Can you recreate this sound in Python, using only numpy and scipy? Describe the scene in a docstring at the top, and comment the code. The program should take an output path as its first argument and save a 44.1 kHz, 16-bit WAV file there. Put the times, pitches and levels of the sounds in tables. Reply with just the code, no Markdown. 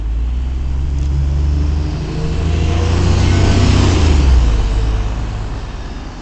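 """A six-cylinder diesel bus approaches, revving up: the exhaust booms over the block's growl and clatter.
Near 1 s an air valve clicks and spits once under the body. The turbo whistle climbs, gears whine and
tyre roar builds. Near 3.9 s the bus passes at arm's length; gusts buffet a small microphone, which just
overloads. As the tail goes by the revs drop into the next gear, which bites at 4.6 s; the bus leaves."""
import sys
import numpy as np
from scipy import signal
from scipy.fft import rfft, irfft, next_fast_len
from scipy.io import wavfile
from scipy.ndimage import uniform_filter1d, map_coordinates

SR = 44100
rng = np.random.default_rng(int(sys.argv[2]) if len(sys.argv) > 2 else 0)


def put_to_file(sound):
    """Save the sound as 16-bit audio at rate SR, in the file named by the first command-line argument."""
    columns = np.atleast_2d(sound).T  # one column per channel
    safe = np.clip(columns, -1, 1)
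    whole_steps = np.round(safe * 32767)
    wavfile.write(sys.argv[1], SR, whole_steps.astype(np.int16))


N = 273861
T = np.arange(N) / SR


def engine_speed(bite_s=4.59, surge_rps=.82, period_s=.35, decay_s=.8):
    """Crank turns per second: climb, gear change, then a driveline surge as the new gear bites."""
    # Each row: time in s, crank speed in turns per s.
    revs = [(0.0, 17.12), (0.42, 20.96), (0.8, 22.23), (1.6, 24.32), (2.5, 27.08), (3.05, 29.17),
            (3.74, 31.38), (3.92, 29.7), (4.2, 23.17), (4.58, 16.68), (4.85, 17.39), (5.8, 17.65),
            (6.21, 21.04)]
    since_s = np.maximum(T - bite_s, 0)
    surge = surge_rps * np.sin(2 * np.pi * since_s / period_s) * np.exp(-since_s / decay_s)
    return (curves(revs)[0] - surge) * (1 + .0025 * drift(40))


def exhaust(turns):
    """Three firings a turn boom from the pipe; the second order makes them throb once a turn."""
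    # Each row: time in s, level in dB at the firing rate.
    boom = [(0, -20), (.17, -16), (.6, -18.9), (1.5, -14), (1.82, -16.8), (2.12, -33), (2.45, -16.3),
            (3.35, -13.8), (3.98, -14.2), (4.12, -10.3), (4.23, -13), (4.35, -8), (4.64, -15.3),
            (4.86, -13.8), (5.1, -20), (5.7, -28.5), (6.08, -31), (6.21, -46)]
    # Each row: time in s, level in dB an octave higher.
    boom_octave = [(0, -33), (.35, -37), (1.2, -23.5), (1.55, -25), (1.75, -32), (1.95, -24), (2.48, -23.5),
                   (2.75, -33), (3, -26), (3.5, -37), (4.25, -25.5), (4.9, -23.5), (5.45, -30), (6.05, -52)]
    angle = 2 * np.pi * turns
    firing = amp(curves(boom)[0] + .5 * drift(18)) * np.cos(3 * angle)
    octave = amp(curves(boom_octave)[0] + 1.9 * drift(18)) * np.cos(6 * angle)
    throb = amp(pass_db("throb") + load_db() + 1.3 * drift(14)) * np.cos(2 * angle)
    return -np.sqrt(2) * (firing + octave + throb)


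def block(speed_rps, turns, rumble_db=-3):
    """The block shakes at whole and half orders, heard through body panels that ring and rumble."""
    # Each row: frequency in Hz, relative level in dB.
    spectrum = [(25, -15.5), (50, 4.5), (75, 2), (115, -1.5), (170, -2.5), (250, -1), (340, -0.5),
                (420, -4), (560, -17), (1000, -57)]
    # Each row: multiple of crank speed, relative level in dB.
    block_orders = [(1, -10.5), (1.5, -15), (2.5, -14), (3.5, -16.5), (4, -8), (4.5, -9.5), (5, -10.5),
                    (5.5, -14), (7, -12), (7.5, -11), (8, -14.5), (9, -14.5), (10, -14.5), (10.5, -22.5),
                    (11, -18), (12, -14), (13, -19.5), (14, -13.5), (15, -15), (16, -15.5), (17, -20.5),
                    (18, -23.5)]
    hum_orders = [(4, -1), (4.5, -3), (5, -3), (5.5, -4), (7, -1), (12, 0), (13, -8)]  # set the panels humming
    bay_orders = [(4.5, 2), (7.5, 4), (8, 5), (10, 0), (11, 0), (13, 4), (36, -5), (37, -5), (100, -6),
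                  (143.5, -4.5)]  # escape the engine bay with the clatter
    level_db = pass_db("block")
    hum_gain, bay_gain = amp(pass_db("hum") + load_db()), amp(pass_db("clatter"))
    power = {}
    for order, db in block_orders:
        power[order] = amp(level_db + db + spectrum_db(spectrum, order * speed_rps)) ** 2
    for orders, gain in (hum_orders, hum_gain), (bay_orders, bay_gain):
        for order, db in orders:
            power[order] = power.get(order, 0) + (gain * amp(db) * panel_gain(order * speed_rps)) ** 2
    lines = sum(np.sqrt(p) * order_line(turns, order) for order, p in power.items())
    return lines + amp(level_db + rumble_db) * colour(noise(), spectrum)


def order_line(turns, order, flutter=.32):
    """One unsteady crank order, random phase, rms about 1."""
    return np.sqrt(2) * (1 + flutter * drift(9)) * np.sin(2 * np.pi * (order * turns + rng.random()))


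def panel_gain(hz, floor_db=-15):
    """Body resonances lift any order sweeping through them."""
    # Each row: centre in Hz, width in Hz, gain in dB.
    modes = [(137, 32, -2), (168, 22, -2), (246, 18, -1), (298, 22, 0), (345, 44, -3), (1035, 50, -4),
             (1145, 40, -5), (2740, 380, -4), (3300, 300, -8)]
    grid_hz = np.arange(SR // 8)
    peaks = sum(amp(db) ** 2 / (1 + (2 * (grid_hz - centre_hz) / width_hz) ** 2) ** 2
                for centre_hz, width_hz, db in modes)
    return np.interp(hz, grid_hz, np.sqrt(amp(floor_db) ** 2 + peaks))


def knocking(turns, repeat, depth):
    """Combustion noise: a share repeats every two turns, and all of it swells at each firing."""
    cycle = rng.standard_normal(2800)
    periodic = np.interp(turns / 2 % 1, np.linspace(0, 1, len(cycle)), cycle)
    blend = np.sqrt(repeat) * unit(periodic) + np.sqrt(1 - repeat) * noise()
    return blend * (1 + depth * np.cos(2 * np.pi * 3 * turns))


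def tyres(turns):
    """Tyre roar with some engine pulse in it."""
    # Each row: frequency in Hz, relative level in dB.
    spectrum = [(250, -24), (450, -4), (570, -2), (720, 0), (1050, -2.5), (1250, -6.5), (1500, -8),
                (1800, -11), (2600, -28), (5000, -57.5)]
    gain = amp(pass_db("tyres") + .65 * drift(16))
    return gain * colour(knocking(turns, repeat=.27, depth=.17), spectrum)


def clatter(turns):
    """Diesel clatter: the treble of the combustion noise."""
    # Each row: frequency in Hz, relative level in dB.
    spectrum = [(1000, -35), (1700, -11.5), (2000, -3.5), (2350, -3), (2650, 0.5), (2830, -2), (3080, 0),
                (3400, -6), (4200, -16), (7000, -41.5)]
    gain = amp(pass_db("clatter") + .62 * drift(25))
    return gain * colour(knocking(turns, repeat=.17, depth=.082), spectrum)


def intake():
    """Air hisses through fan and intake."""
    # Each row: frequency in Hz, relative level in dB.
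    spectrum = [(2500, -25.5), (3500, -4), (4200, 1), (5200, 1), (6000, -1.5), (6900, -2.5), (7500, -5.5),
                (8100, -10.5), (8500, -21.5), (9000, -35.5)]
    gain = amp(pass_db("air") + .47 * drift(30))
    return gain * colour(noise() * (1 + .15 * drift(700)), spectrum)


def road_echo(x, gain=.25, sweep_hz_per_s=2450, nearest_s=3.9, width_s=.5):
    """The road reflection lags most when the engine is near: a hollow colour sweeps down, then up."""
    lag_s = 1 / (sweep_hz_per_s * np.hypot(T - nearest_s, width_s))
    return (x + gain * np.interp(T - lag_s, T, x)) / np.hypot(1, gain)


def turbo(speed_rps, ref_hz=4975, ref_rps=22.8, coast_hz_per_s=400):
    """The whistle climbs with engine speed and coasts down when the load comes off."""
    driven_hz = ref_hz * (speed_rps / ref_rps) ** 1.1
    coast_hz = coast_hz_per_s * T
    hz = np.maximum.accumulate(driven_hz + coast_hz) - coast_hz  # limits the rate of fall
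    return tone(hz, pass_db("turbo") + load_db(), flutter_db=4, waver_hz=30, rate_hz=130)


def gearbox():
    """Gear whine rises with road speed and sinks as the bus draws away."""
    # Each row: time in s, pitch in Hz, level in dB.
    whine = [(1.5, 425, -47), (2, 444, -45), (2.15, 453, -34), (2.55, 464, -34.5), (2.9, 482, -33),
             (3.5, 506, -52), (4.3, 499, -46), (4.5, 473, -34), (4.68, 452, -34), (5.1, 439, -41),
             (5.9, 412, -56)]
    sounding = (T >= whine[0][0]) & (T <= whine[-1][0])
    gate = uniform_filter1d(sounding * 1., size=900)
    return gate * tone(*curves(whine), flutter_db=3.3, waver_hz=3, rate_hz=28)


def whistles():
    """Brief whistles and narrow bands of hiss swell, glide and fade as the bus passes."""
    # Each row: middle in s, half length in s, pitch in Hz, glide in Hz per s, width in Hz, level in dB.
    bands = [(1.8, .75, 620, 70, 90, -48), (1.95, .35, 4750, -1600, 700, -48), (2.7, .28, 696, 85, 40, -35),
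             (3.33, .1, 2150, 500, 40, -34.5), (3.37, .22, 1503, 130, 12, -35),
             (3.49, .14, 681, 70, 7, -27.5), (3.62, .17, 5200, 600, 400, -37),
             (4.25, .2, 4680, -2700, 300, -46), (4.65, .48, 2995, -230, 190, -47),
             (4.77, .07, 7985, -450, 400, -51), (4.7, .4, 3800, -115, 300, -47),
             (5.85, .4, 3690, -170, 130, -53), (5.85, .35, 1710, -200, 140, -48),
             (6.02, .34, 4860, -3350, 140, -52.5)]
    out = np.zeros(N)
    for middle_s, half_s, hz, glide_hz_per_s, width_hz, db in bands:
        angle = 2 * np.pi * np.cumsum(hz + glide_hz_per_s * (T - middle_s)) / SR
        band = drift(width_hz) * np.cos(angle) + drift(width_hz) * np.sin(angle)
        out += swell(middle_s, half_s) * amp(db) * band
    return out


def air_valve(spit_s=1.06, spit_db=-42, rise_s=.025, fall_s=.014, click_decay_s=.0009, log_width=.22):
    """Dry clicks and a short spit of air, their top treble softened."""
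    # Each row: start in s, peak in dB, centre in Hz.
    clicks = [(.903, -36, 5800), (.986, -28, 6000), (.989, -32, 6200), (1.015, -28, 6800),
              (1.030, -28, 6200), (1.031, -30, 2700), (1.057, -30, 6300), (1.315, -33, 5500)]
    spit = np.exp(-np.maximum((spit_s - T) / rise_s, (T - spit_s) / fall_s))
    out = amp(spit_db) * spit * colour(noise(), [(900, -6), (2600, 11), (7000, 5), (9000, -24)])
    t, hz = np.arange(512) / SR, np.fft.rfftfreq(1024, 1 / SR)
    pad = len(t) // 2
    treble_rolloff = amp(spectrum_db([(7000, 0), (9000, -14)], hz))
    for start_s, db, centre_hz in clicks:
        burst = np.pad(rng.standard_normal(len(t)) * np.exp(-t / click_decay_s), pad)
        band = np.exp(-.5 * (np.log((hz + 1) / centre_hz) / log_width) ** 2)
        click = irfft(rfft(burst) * treble_rolloff * band)
        start = round(start_s * SR) - pad
        out[start:start + len(click)] += amp(db) * click / abs(click).max()
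    return out


def draught(breeze_db=-39):
    """A light breeze and gusts pushed by the bus buffet the microphone."""
    # Each row: middle in s, half length in s, level in dB.
    gusts = [(.8, .2, -24), (2.3, .16, -24), (3.25, .55, -24), (4.4, .45, -24)]
    # Each row: frequency in Hz, relative level in dB.
    spectrum = [(3, -16), (11, 3), (25, 12), (40, -9.5), (80, -20.5), (300, -62.5)]
    gain = amp(breeze_db) + sum(amp(db) * swell(middle_s, half_s) for middle_s, half_s, db in gusts)
    return gain * colour(noise(), spectrum)


def pass_db(part):
    """Level of one part: falls with log distance either side of its nearest point."""
    # Each part: peak time in s, peak in dB, approach in dB per doubling of distance, approach width
    # in s, retreat in dB per doubling, retreat width in s.
    passes = { "block": (3.9, -18.0, 7.8, .78, 4.5, .22), "tyres": (3.89, -24.8, 9.8, .95, 3.4, .15),
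              "clatter": (3.86, -27.9, 10, .82, 5, .18), "air": (3.89, -29.3, 11, .83, 5.2, .18),
              "throb": (3.7, -17.5, 3, .35, 3.6, .2), "hum": (3.5, -26.2, 3, .55, 5.5, .25),
              "turbo": (4, -48, 5.4, 1, 11, .25)}
    # A part briefly stands out or is screened. Each row: part, middle in s, half length in s, gain in dB.
    exposures = [("clatter", .35, .17, 3), ("clatter", 1.6, .75, -2), ("clatter", 2.68, .18, 2.8),
                 ("clatter", 4.08, .12, 1.3), ("tyres", 2.65, .12, -2.5), ("tyres", 2.95, .16, 2.3),
                 ("air", 3, .25, 1.7), ("block", 2.8, .3, -2.5), ("block", 3.5, .17, 2),
                 ("turbo", 2.35, .25, -9), ("turbo", 3.8, .2, -4), ("throb", 3.35, .12, 2.5)]
    peak_s, peak_db, approach_db, approach_s, retreat_db, retreat_s = passes[part]
    ahead_db = approach_db * np.log2(np.hypot(1, (T - peak_s) / approach_s))
    behind_db = retreat_db * np.log2(np.hypot(1, (T - peak_s) / retreat_s))
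    exposed_db = sum(db * swell(s, half_s) for name, s, half_s, db in exposures if name == part)
    return peak_db - np.where(T < peak_s, ahead_db, behind_db) + exposed_db


def load_db(unloaded_db=-10, take_up_s=.5):
    """Hum, throb and turbo start quieter, until the engine takes up its load."""
    return unloaded_db * np.exp(-T / take_up_s)


def tone(hz, db, flutter_db, waver_hz, rate_hz):
    """A gliding sine whose level and pitch shake."""
    cycles = np.cumsum(hz + waver_hz * drift(rate_hz)) / SR
    return amp(db + flutter_db * drift(rate_hz)) * np.sqrt(2) * np.sin(2 * np.pi * cycles)


def drift(rate_hz):
    """Smooth random curve, rms 1."""
    place = np.cumsum(rate_hz * np.ones(N)) / SR
    coarse = map_coordinates(rng.standard_normal(4096), [place[::24]], order=3, mode="wrap")
    return unit(np.interp(T, T[::24], coarse))


def colour(x, spectrum):
    """Filters x by a spectrum; rms 1."""
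    size = next_fast_len(N + 4096)
    gain = amp(spectrum_db(spectrum, np.fft.rfftfreq(size, 1 / SR)))
    return unit(irfft(rfft(x, size) * gain, size)[:N])


def spectrum_db(spectrum, hz):
    """Interpolates (Hz, dB) rows over log frequency."""
    knots_hz, db = np.transpose(spectrum)
    return np.interp(np.log(hz + 1), np.log(knots_hz), db)


def curves(rows):
    """Interpolates each column after the time column at every sample."""
    times_s, *columns = np.transpose(rows)
    return [np.interp(T, times_s, column) for column in columns]


def swell(middle_s, half_s):
    """Bell-shaped envelope."""
    return np.exp(-((T - middle_s) / half_s) ** 2)


def noise():
    """White noise."""
    return rng.standard_normal(N)


def amp(db):
    """Decibels to gain."""
    return 10 ** (np.asarray(db) / 20)


def unit(x):
    """Scales to rms 1."""
    return x / np.sqrt(np.mean(x ** 2) + 1e-20)


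def scene():
    """One crankshaft drives exhaust, block, clatter and turbo; mono mix."""
    speed_rps = engine_speed()
    turns = np.cumsum(speed_rps) / SR - 1 / 12
    boom = exhaust(turns)
    roar = tyres(turns) + clatter(turns) + road_echo(intake())
    growl = block(speed_rps, turns)
    whine = turbo(speed_rps) + gearbox() + whistles()
    return (boom + growl + roar + whine + air_valve() + draught())[None]


def record(dry, ceiling=.71, cutoff_hz=8800):
    """The microphone clips the loudest peaks, then limits the band."""
    clipped = np.clip(dry, -ceiling, ceiling)
    lowpass = signal.firwin(301, cutoff_hz, window=("kaiser", 8), fs=SR)
    return signal.oaconvolve(clipped, lowpass[None], "same")


dry = scene()
out = record(dry)
put_to_file(out)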